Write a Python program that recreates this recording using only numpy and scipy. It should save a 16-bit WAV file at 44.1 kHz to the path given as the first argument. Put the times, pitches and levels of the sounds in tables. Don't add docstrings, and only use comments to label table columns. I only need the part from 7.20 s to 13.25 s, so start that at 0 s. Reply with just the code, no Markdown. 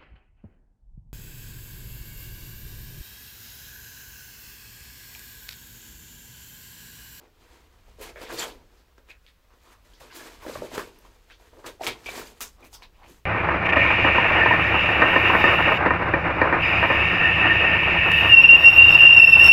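import sys
import numpy as np
from scipy import signal
from scipy.fft import rfft, irfft, next_fast_len
from scipy.io import wavfile
from scipy.ndimage import uniform_filter1d

SR = 44100
rng = np.random.default_rng(int(sys.argv[2]) if len(sys.argv) > 2 else 0)


def transcribe(signal):
    frames = np.atleast_2d(signal).T
    limited = np.clip(frames, -1, 1)
    pcm = np.round(limited * 32767).astype(np.int16)
    wavfile.write(sys.argv[1], SR, pcm)


def how_loud(loudness_db):
    steps = np.asarray(loudness_db, float) / 20
    return 10 ** steps


N = 266981


def evened(x):
    return x / np.sqrt(np.mean(x ** 2) + 1e-20)


def read(points, hz):
    f, value = np.transpose(points)
    return np.interp(np.log(hz + 1), np.log(f + 1), value)


def add(mix, s, sound):
    part = mix[round(s * SR):][:len(sound)]
    part += sound[:len(part)]


def coloured(spectrum, patchy_db, size):
    frames, hz = 4 * N // size + 5, np.fft.rfftfreq(size, 1 / SR)
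    real, imaginary, patches = rng.standard_normal((3, frames, len(hz))).transpose(0, 2, 1)
    patches = uniform_filter1d(patches, size=14, axis=0)
    patches = evened(uniform_filter1d(patches, size=10, axis=1))
    level = how_loud(read(spectrum, hz)[:, None] + patchy_db * patches)
    z = (real + 1j * imaginary) * level
    return evened(signal.istft(z, nperseg=size, noverlap=3 * size // 4)[1][:N])


def background():
    # (f/Hz, level/dB per Hz)
    air_colour = [(65, -14), (110, -25), (217, -19), (256, -2), (386, -27), (533, 2), (594, -9),
                  (1150, -5.5), (8000, -23), (10400, -37), (17600, -120)]
    # (f/Hz, level/dB per Hz)
    rumble_colour = [(7.1, -14), (12, -17), (33, 0), (49, 0.5), (62, -1.5), (76, -12), (88, -5.5),
                     (103, -17), (160, -21), (210, -20), (350, -120)]
    # (t/s, level/dB)
    rumble_level = [(0, -56), (.2, -60), (.45, -57), (1.0, -54), (1.6, -59), (2.7, -60), (3.3, -56),
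                    (3.7, -56), (4.2, -59), (4.8, -56), (5.2, -55), (5.6, -56), (6.05, -56)]
    # (f/Hz, level/dB per Hz)
    hiss_colour = [(100, -37), (3000, 12.5), (9000, 2), (12500, 6.5), (16000, 7)]
    s, db = np.transpose(rumble_level)
    rumble = coloured(rumble_colour, patchy_db=1.5, size=4096)
    rumble *= how_loud(np.interp(np.arange(N) / SR, s, db))
    hiss = how_loud(-73) * coloured(hiss_colour, patchy_db=.3, size=512)
    air = how_loud(-71) * coloured(air_colour, patchy_db=1.0, size=512)
    return rumble + hiss + air


def vault(sends):
    # (f/Hz, time to fall 60 dB/s)
    echo_time = [(150, 1), (500, 0.19), (2000, 0.12), (5000, 0.28), (15000, 0.16)]
    rise_s, open_s = .014, .052
    taps = np.zeros((len(sends), SR // 2))
    grid = np.arange(60, SR // 2 - 8, 8)
    at = grid + rng.integers(0, 8, (len(sends), len(grid)))
    np.put_along_axis(taps, at, rng.choice([-1., 1.], at.shape), 1)
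    hz, t, z = signal.stft(taps, SR, nperseg=128)
    fall_db = -60 * t / read(echo_time, hz)[:, None]
    tail = signal.istft(z * how_loud(fall_db), SR, nperseg=128)[1]
    t = np.arange(tail.shape[1]) / SR
    tail *= .4 + 1 - np.exp(-(t / rise_s) ** 2)
    tail *= 0.73 + np.exp(-(t / open_s) ** 3)
    tail /= np.linalg.norm(tail, axis=1, keepdims=True)
    return signal.fftconvolve(sends, tail, axes=1)[:, :N].sum(0)


def rings(hz, t60, modes, rise_s):
    t = np.arange(int(np.clip(1.3 * t60, .006, .12) * SR)) / SR
    out = np.zeros(len(t))
    for (ratio, db), phase in zip(modes, rng.random(len(modes))):
        fade = how_loud(db - 60 * t * np.sqrt(ratio) / max(t60, .002))
        out += fade * np.sin(2 * np.pi * (min(hz * ratio, .4 * SR) * t + phase))
    out *= 1 - np.exp(-(t / rise_s) ** 1.6)
    return out / abs(out).max()


def snap(db, hz, crack_db):
    # (ratio to its main note, level/dB)
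    shard_notes = [(1.0, 0.0), (1.3, -4.0), (1.75, -13.0), (.76, -5.0)]
    ring = rings(hz, 9.4 / hz, shard_notes, 0.00022)
    t = np.arange(232) / SR
    burst = rfft((rng.random(232) - .5) * np.exp(-t / .0006))
    even_burst = irfft(burst / abs(burst))
    crack = signal.lfilter([1, -.7], [1], even_burst) * np.exp(-t / 0.02)
    ring[:len(crack)] += how_loud(crack_db + 11.5) * crack / abs(crack).max()
    return how_loud(db) * ring / abs(ring).max()


def load(steps):
    # (peak t/s, level/dB at fineness step 0, rise/s, fall/s,
    # fineness/dB per step)
    sole_loads = [(0.832, -41.5, 0.061, 0.13, 0), (.895, -46.5, 0.072, 0.059, -1),
                  (0.966, -60, 0.0052, 0.35, -2), (1.028, -43, 0.081, 0.097, -1.5),
                  (1.114, -37.5, 0.055, 0.16, -2.5), (1.193, -34, 0.046, 0.1, 0.5),
                  (1.235, -36.5, 0.059, 0.098, 0.5), (1.289, -44.5, 0.067, 0.14, -7),
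                  (1.356, -61.5, 0.06, 1, -3), (2.804, -50.5, 0.0046, 0.093, 0),
                  (3.345, -45.5, 0.12, 0.094, 0.5), (3.43, -49.5, 0.068, 0.24, 0),
                  (3.552, -37.5, 0.064, 0.1, -1.5), (3.579, -34, 0.0068, 0.099, -1),
                  (3.64, -51, 0.033, 0.046, 0), (4.446, -46, 0.038, .05, -5.5), (4.464, -43, 0.011, 0.11, 0),
                  (4.611, -39, 0.015, 0.1, -5.5), (4.644, -35, 0.031, 0.07, 0.5),
                  (4.671, -32, 0.0057, 0.085, 0), (4.861, -42, 0.0069, 0.15, 0), (4.892, -42, .015, 0.2, 0.5),
                  (5.2105, -44, 0.0018, 0.08, 4), (5.222, -54, 0.025, 0.09, 5.5),
                  (.03, -56.5, 0.98, 0.26, -6), (.224, -61, 0.12, 0.56, -1.5), (.366, -59, 0.28, 0.49, -1.5),
                (.538, -65.5, 0.0047, 0.15, -3), (.72, -60, 0.3, 0.082, -1.5),
                (1.58, -70, 0.18, 0.079, 0.5), (1.781, -51, 0.0052, 0.033, -4),
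                (1.906, -50.5, 0.048, 0.033, -2), (2.066, -64.5, 0.013, 0.097, 1),
                (2.34, -61, 0.24, 0.035, -3.5), (2.53, -58.5, 0.062, 0.048, 0.5), (2.65, -64, .01, 0.12, 1),
                (2.739, -61, 0.0098, 0.025, 1), (3.862, -60.5, 0.083, 0.061, -0.5),
                (4.122, -55, 0.1, 0.036, -2), (4.2, -62.5, 0.056, 0.99, -1),
                (4.4, -58.5, 0.073, 0.075, -0.5), (5.18, -62, 0.052, 0.064, 0.5),
                (2.055, -65, 0.052, .01, -0.5), (5.382, -72, 0.016, 0.18, -24),
                (5.439, -49.5, 0.1, 0.09, -4), (5.475, -61, 0.069, 0.023, 2),
                (5.545, -62, 0.049, 0.063, 4.5), (5.638, -54.5, 0.1, 0.014, -2),
                (5.855, -55, 0.34, 0.25, -4.5), (5.899, -59.5, 0.055, 0.14, 2.5),
                  (2.456, -61, 0.18, 0.2, -0.5),
        (2.958, -47, 0.054, 0.3, 0.5),
        (3.06, -48.5, 0.57, 0.21, -1),
        (3.27, -47, 0.24, 1, -1),
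        (4.983, -38, 0.25, 0.17, -1),
        (5.071, -60, 0.07, 0.089, 4.5),
    ]
    s, db, rise, fall, fine = np.transpose(sole_loads)[:, :, None]
    t = np.arange(0, N / SR + .002, .001)
    away = abs(t - s) / np.maximum(np.where(t < s, rise, fall), .002)
    rubble_loss_db = (steps < 0) * 1.5 * np.maximum(fine, 0)
    each_db = db + steps * fine - rubble_loss_db - 25.5 * away ** 0.99
    level = np.sqrt((how_loud(each_db) ** 2).sum(0))
    return np.interp(np.arange(N) / SR, t, level)


def resonate(x, hz, width):
    turn = np.exp(2j * np.pi * np.cumsum(hz) / SR)
    r = np.exp(-np.pi * width / SR)
    return 2 * (turn * signal.lfilter([1 - r], [1, -r], x / turn)).real


def skids():
    # (start t/s, length/s, level/dB, first f/Hz, last f/Hz)
    slides = [(0.868, 0.063, -57, 2100, 2300), (0.964, 0.085, -57, 2400, 2200),
              (1.018, 0.19, -50, 2090, 2290), (1.04, 0.038, -56, 4600, 4800),
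              (1.096, 0.035, -44.5, 1300, 1390), (1.26, 0.056, -56, 11000, 9000),
              (1.294, 0.044, -51.5, 3240, 3280), (1.566, 0.074, -67, 5000, 3500),
              (1.78, 0.052, -65, 480, 480), (1.893, 0.095, -60, 1700, 1800), (1.89, 0.052, -57, 3600, 3400),
              (2.066, 0.062, -61.5, 2000, 2000), (2.439, 0.2, -61, 1110, 1120),
              (2.82, 0.043, -57, 3400, 3800), (2.814, 0.048, -54, 1090, 1000),
              (2.912, 0.06, -53.5, 4300, 4000), (2.96, 0.028, -67, 1900, 1900),
              (2.994, 0.046, -48, 1660, 1490), (3.325, 0.057, -49, 4020, 3750),
              (3.382, 0.093, -41.5, 242, 240), (3.847, 0.046, -58, 980, 1290),
              (4.097, 0.041, -52.5, 1920, 4100), (4.332, 0.018, -53.5, 800, 700),
              (4.374, 0.085, -57, 860, 750), (4.665, 0.084, -37.5, 3400, 3130),
              (4.683, 0.12, -50, 2310, 2360), (4.726, 0.053, -48, 900, 900),
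              (4.841, 0.023, -55, 4500, 5500), (5.242, 0.056, -47.5, 7000, 5500),
              (5.382, 0.062, -62, 900, 695), (5.53, 0.15, -61.5, 990, 1000),
              (5.531, 0.045, -67, 3100, 3200), (5.623, 0.048, -52, 3860, 3870),
              (5.739, 0.094, -66, 2620, 2600), (5.786, 0.11, -55.5, 885, 950),
              (5.825, 0.073, -55.5, 1930, 2930), (5.89, 0.052, -49.5, 306, 304),
              (5.894, .05, -69, 2190, 2200), (.22, 0.34, -66.5, 1500, 2200),
              (2.296, 0.074, -62, 1100, 1100)]
    out = np.zeros(N)
    for s, length, db, first_hz, last_hz in slides:
        u = np.linspace(0, 1, int(np.clip(length * SR, 200, SR // 4)))
        draw, size, sign = rng.random((3, len(u)))
        struck = draw < 3000 / SR
        scratches = struck * how_loud(-5 * np.log(size + 0.013)) * np.sign(sign - .5)
        hz = first_hz * (last_hz / first_hz) ** u
        width = 0.51 * hz.mean()
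        colour = evened(resonate(resonate(scratches, hz, width), hz, width))
        swell = np.sin(np.pi * u ** 0.93) ** .5
        add(out, s, colour * swell * how_loud(db - 12.5 * u ** 2))
    return out


def chips():
    # (t/s, peak level/dB, ring f/Hz, crack level/dB re peak)
    splits = [(.8007, -46, 1010, -18), (.829, -35, 3030, -9), (0.835, -38, 2000, -6),
              (1.0916, -38, 2460, -23), (1.1037, -29.5, 1190, -24), (1.213, -44.5, 3620, -20.5),
              (2.8147, -44, 1480, -8), (2.915, -51, 2000, -12), (2.9978, -49, 1780, -20),
              (3.269, -37, 1020, -25), (3.3285, -42, 4000, -9), (3.421, -45, 1510, -18),
              (3.595, -33, 910, -17), (4.3696, -46, 1314, -20), (4.845, -40, 2390, -24),
              (4.891, -28, 2270, -20), (5.211, -36, 2920, -3), (5.45, -39, 4970, -10),
              (3.852, -46, 1000, -20)]
    out = np.zeros(N)
    for s, db, hz, crack_db in splits:
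        add(out, s, snap(db, hz, crack_db))
    return out


def slivers():
    # lowest f/Hz, highest f/Hz, cycles to die 60 dB, level/dB re load, size spread/dB
    lo_hz, hi_hz, cycles, share_db, spread_db = (1505, 9998, 86, -7.5, 1.5)
    when, note, size = rng.random((3000, 3)).T[:, :, None]
    at, t = (when * N).astype(int), np.arange(800) / SR
    hz = lo_hz * (hi_hz / lo_hz) ** note
    fade = how_loud(share_db - spread_db * np.log(size + 0.017) - 60 * t * hz / cycles)
    ring = load(steps=1)[at] * fade * np.sin(2 * np.pi * hz * t)
    return np.bincount((at + np.arange(len(t))).ravel(), ring.ravel(), N)[:N]


def loose():
    out = skids() + chips() + slivers()
    return out + how_loud(-15) * vault(out[None])


def fragments():
    # (t/s, peak level/dB, f/Hz, cycles to die 60 dB)
    pieces = [(.842, -45, 2000, 25), (.869, -49, 2100, 30), (1.000, -44, 2120, 40), (1.016, -40, 4760, 44),
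              (1.144, -42, 4300, 60), (1.211, -33, 4480, 117), (1.221, -40, 4450, 100),
              (1.237, -32, 3200, 70), (1.284, -44, 4420, 60), (1.906, -41, 2460, 22),
              (2.078, -50, 3700, 70), (2.086, -55, 3750, 70), (2.735, -50, 3200, 25),
              (2.737, -59, 6500, 60), (2.925, -42, 1080, 20), (2.963, -45, 4480, 50),
              (2.965, -42.5, 340, 19), (3.068, -47, 463, 12), (3.268, -31, 524, 5), (3.316, -38, 527, 20),
              (3.556, -39, 2440, 30), (3.582, -26, 382, 7), (3.593, -30, 400, 5), (3.607, -35, 296, 5),
              (3.789, -49, 11600, 198), (3.804, -56, 574, 11), (4.378, -46.5, 340, 12),
              (4.466, -38.5, 1070, 33), (4.488, -43, 3620, 40), (4.611, -22.5, 713, 10),
              (4.645, -32, 6270, 55), (4.667, -24.5, 6700, 30), (4.667, -21.5, 4380, 15),
              (4.677, -28, 3250, 50), (4.711, -37, 390, 18), (4.73, -39, 3270, 50), (4.867, -34, 4820, 40),
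              (4.890, -30, 2380, 15), (4.919, -43, 4820, 50), (4.96, -41, 540, 14), (4.995, -40.5, 460, 14),
              (5.015, -35, 1380, 25), (5.072, -40, 4700, 80), (5.208, -36, 2700, 20),
              (5.213, -36, 13400, 80), (5.219, -28, 13500, 100), (5.268, -46, 7440, 70),
              (5.447, -49, 1000, 8), (5.638, -42, 3930, 70), (5.826, -45, 900, 17)]
    out = np.zeros(N)
    for s, db, hz, cycles in pieces:
        add(out, s, how_loud(db) * rings(hz, cycles / hz, [(1.0, 2.5), (1.04, -4)], 0.82 / hz))
    return out + how_loud(-11.5) * vault(out[None])


def clinks():
    # (t/s, peak level/dB, f/Hz, time to fall 60 dB/s, vault level/dB)
    large_pieces = [(1.187, -26.5, 4480, 0.049, -2), (1.194, -24.5, 7190, 0.062, -13),
                    (1.205, -34, 3217, 0.045, 7.5), (1.8961, -51, 2480, 0.0071, 18),
                    (2.47, -55, 1020, 0.047, 1), (2.8, -54, 128, 0.093, -27), (3.3506, -40, 135, 0.02, 2),
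                    (3.356, -28.5, 603, 0.026, -29), (4.5961, -41.5, 678, 0.058, 6),
                    (4.6085, -27.5, 712, 0.02, 3.5), (4.667, -22.5, 2143, 0.027, 0),
                    (4.67, -47.5, 104, 0.055, 0.5), (4.690, -31, 2326, 0.049, 0),
                    (4.777, -54, 3150, 0.052, -17), (4.860, -29.5, 2328, 0.054, 4),
                    (4.888, -33, 2303, 0.042, -21), (4.903, -41, 3570, 0.041, -16),
                    (5.427, -49, 2380, 0.017, 9), (5.808, -56, 895, .06, 3), (5.8221, -46, 860, 0.034, 0.5),
                    (5.884, -58.5, 193, 0.018, 11)]
    # (ratio to its main note, level/dB)
    piece_notes = [(1.0, 0.0), (1.07, -7.0), (2.75, -22.0)]
    return [(s, how_loud(db) * rings(hz, t60, piece_notes, 1.1 / hz), vault_db)
            for s, db, hz, t60, vault_db in large_pieces]


def knocks():
    # (t/s, peak level/dB, f/Hz, vault level/dB)
    stones = [(0.68, -53, 510, -12), (0.785, -43, 432, 2.5), (0.801, -34, 485, -0.5), (0.959, -39, 600, 3),
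              (1.014, -35.5, 483, 1.5), (1.099, -33, 494, -5), (1.117, -38.5, 486, 9),
              (1.24, -36.5, 517, 5), (1.781, -55, 360, -14), (1.893, -55, 514, -17),
              (2.815, -44.5, 514, -6), (3.251, -33.5, 580, 0), (3.263, -31.5, 276, 3.5),
              (3.2959, -24, 550, -11), (3.353, -26.5, 1133, -4), (3.42, -23, 563, -2.5),
              (3.517, -35, 628, -2), (3.5485, -33.5, 590, 5.5), (3.578, -20.5, 339, -11.5),
              (3.609, -33, 293, -15), (3.849, -49, 969, 2), (4.3296, -44.5, 470, -1), (4.371, -50, 575, 7),
              (4.461, -32.5, 538, -2), (4.886, -29.5, 716, -17), (5.2053, -30.5, 1200, -5),
              (5.382, -53, 1010, -21), (5.404, -52, 510, -1), (5.528, -46.5, 860, -6),
              (5.621, -42.5, 1000, 0.5)]
    # (ratio to its main note, level/dB)
    stone_notes = [(1.0, 0.0), (.7, -9.0), (1.5, -9.0), (2.3, -14.0)]
    t60_s, rise_s = .014, .003
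    return [(s, how_loud(db) * rings(hz, t60_s, stone_notes, rise_s), vault_db)
            for s, db, hz, vault_db in stones]


def snaps():
    # (t/s, peak level/dB, ring f/Hz, crack level/dB re peak, vault level/dB)
    shards = [(0.8129, -30.5, 1930, -2, 12), (0.9591, -34, 1760, -25, 9), (1.0956, -32, 1500, -29, 10.5),
              (1.7806, -49, 1620, -19, -3), (1.888, -41, 2100, -21, 10), (2.524, -49.5, 1880, -25, 10),
              (2.8998, -46.5, 1620, -31, 16.5), (2.95, -36.5, 1810, 7, 15), (3.2215, -39, 1140, -14, 13.5),
              (3.265, -28, 1280, -18, 3), (3.297, -36.5, 1380, -12, 10.5), (3.355, -30, 1480, -28, 5),
              (3.548, -29, 1200, -11, 5.5), (3.5793, -19, 1530, -19, 5), (4.1006, -42, 1830, -30, 5),
              (4.4436, -34.5, 1290, -32, 8), (4.4642, -37, 1660, -14, 16), (4.636, -20, 2250, -25, -11),
              (4.6668, -11.5, 2670, -24, -11), (4.86, -28, 2650, -37, 6.5), (4.887, -33, 2150, -27, -1),
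              (4.978, -30, 1590, 0, 14), (5.407, -48, 1210, -6, -6), (5.443, -40.5, 2090, -5, 9.5)]
    # (t/s, peak level/dB, ring f/Hz, crack level/dB re peak, vault level/dB)
    splinters = [(1.0157, -32, 2100, -14, 7), (1.052, -37.5, 3240, -31, 9), (1.127, -28.5, 4100, -2, 10.5),
                 (1.1767, -27.5, 4440, -27, 9.5), (1.195, -30, 5600, -25, -1), (2.065, -39, 3270, -30, 1),
                 (2.435, -46, 3500, -4, -5), (2.645, -54, 4900, -19, 4), (2.733, -60.5, 4600, -34.5, 21),
                 (2.801, -43, 2920, 4, 9), (3.788, -41, 6300, -2, -1), (4.124, -43.5, 3330, -41, 7.5),
                 (4.62, -32, 5530, -30, 7), (4.672, -12.5, 3300, -21, -7),
                 (4.953, -31.5, 7600, -12.5, 10.5), (5.207, -17.5, 4960, 0, 4), (5.53, -37, 4820, -9, 11.5),
                 (5.6223, -35.5, 2283, -22, 5), (5.624, -51, 4000, -24, 5)]
    return [(s, snap(db, hz, crack_db), vault_db)
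            for s, db, hz, crack_db, vault_db in [*shards, *splinters]]


def hits():
    direct, sends = np.zeros(N), np.zeros((4, N))
    for k, (s, sound, vault_db) in enumerate(snaps() + knocks() + clinks()):
        add(direct, s, sound)
        add(sends[k % 4], s, how_loud(vault_db) * sound)
    return direct, sends


def grind():
    # (lowest f/Hz, highest f/Hz, cycles, grains per s, size spread/dB, vault level/dB)
    grains = [
        (882, 2410, 3.34, 1200, 1, -2),
        (283, 990, 1.73, 500, 2, -5.5),
        (2560, 5330, 2.2, 5700, -1.5, -10.5),
        (6160, 14630, 15.5, 9700, -3, -28),
    ]
    # (fineness step, level/dB re load)
    sizes = [
        (1.5, -0.5),
        (0.07, 0.5),
        (2.12, -0.5),
        (3.5, -0.5),
    ]
    direct, send = np.zeros(N), np.zeros(N)
    span = round(.03 * SR)
    clumps = uniform_filter1d(uniform_filter1d(rng.standard_normal(N), span), span)
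    clumps = how_loud(2.0 * evened(clumps))
    for (lo_hz, hi_hz, cycles, per_s, spread_db, vault_db), (steps, share_db) in zip(grains, sizes):
        struck, kind = rng.random(N) < per_s / SR, rng.integers(0, 12, N)
        size = how_loud(spread_db * np.minimum(rng.exponential(1, N), 4))
        size = size * struck * rng.choice([-1, 1], N)
        crowd = np.zeros(N)
        for n, hz in enumerate(np.geomspace(lo_hz, hi_hz, 12)):
            u = np.arange(int(12 * SR / lo_hz)) * hz / SR
            grain = np.sin(2 * np.pi * u) * (u / cycles) * np.exp(-4.0 * u / cycles)
            crowd += signal.oaconvolve(size * (kind == n), grain / np.linalg.norm(grain))[:N]
        crowd = evened(crowd) * clumps * load(steps) * how_loud(share_db - 4.5)
        direct += crowd
        send += crowd * how_loud(vault_db)
    return direct, send


def scene():
    # (f/Hz, level/dB)
    ground_colour = [(110, -3), (220, -4), (320, 0), (7500, 0), (9600, -4), (12500, -2), (16000, -4)]
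    far = background()
    ground, send = grind()
    struck, sends = hits()
    sends[0] += send
    feet = ground + struck + vault(sends) + loose() + fragments()
    size = next_fast_len(N)
    spectrum = rfft(feet, size) * how_loud(read(ground_colour, np.fft.rfftfreq(size, 1 / SR)))
    return (irfft(spectrum, size)[:N] + far)[None]


def band_limit(x):
    return signal.sosfilt(signal.butter(12, 16830, fs=SR, output="sos"), x)


def record(dry):
    lowpass = signal.firwin(1535, 15800, window=("kaiser", 9), fs=SR)
    limited = signal.oaconvolve(dry, lowpass[None], "same")
    return band_limit(limited)


dry = scene()
out = record(dry)
transcribe(out)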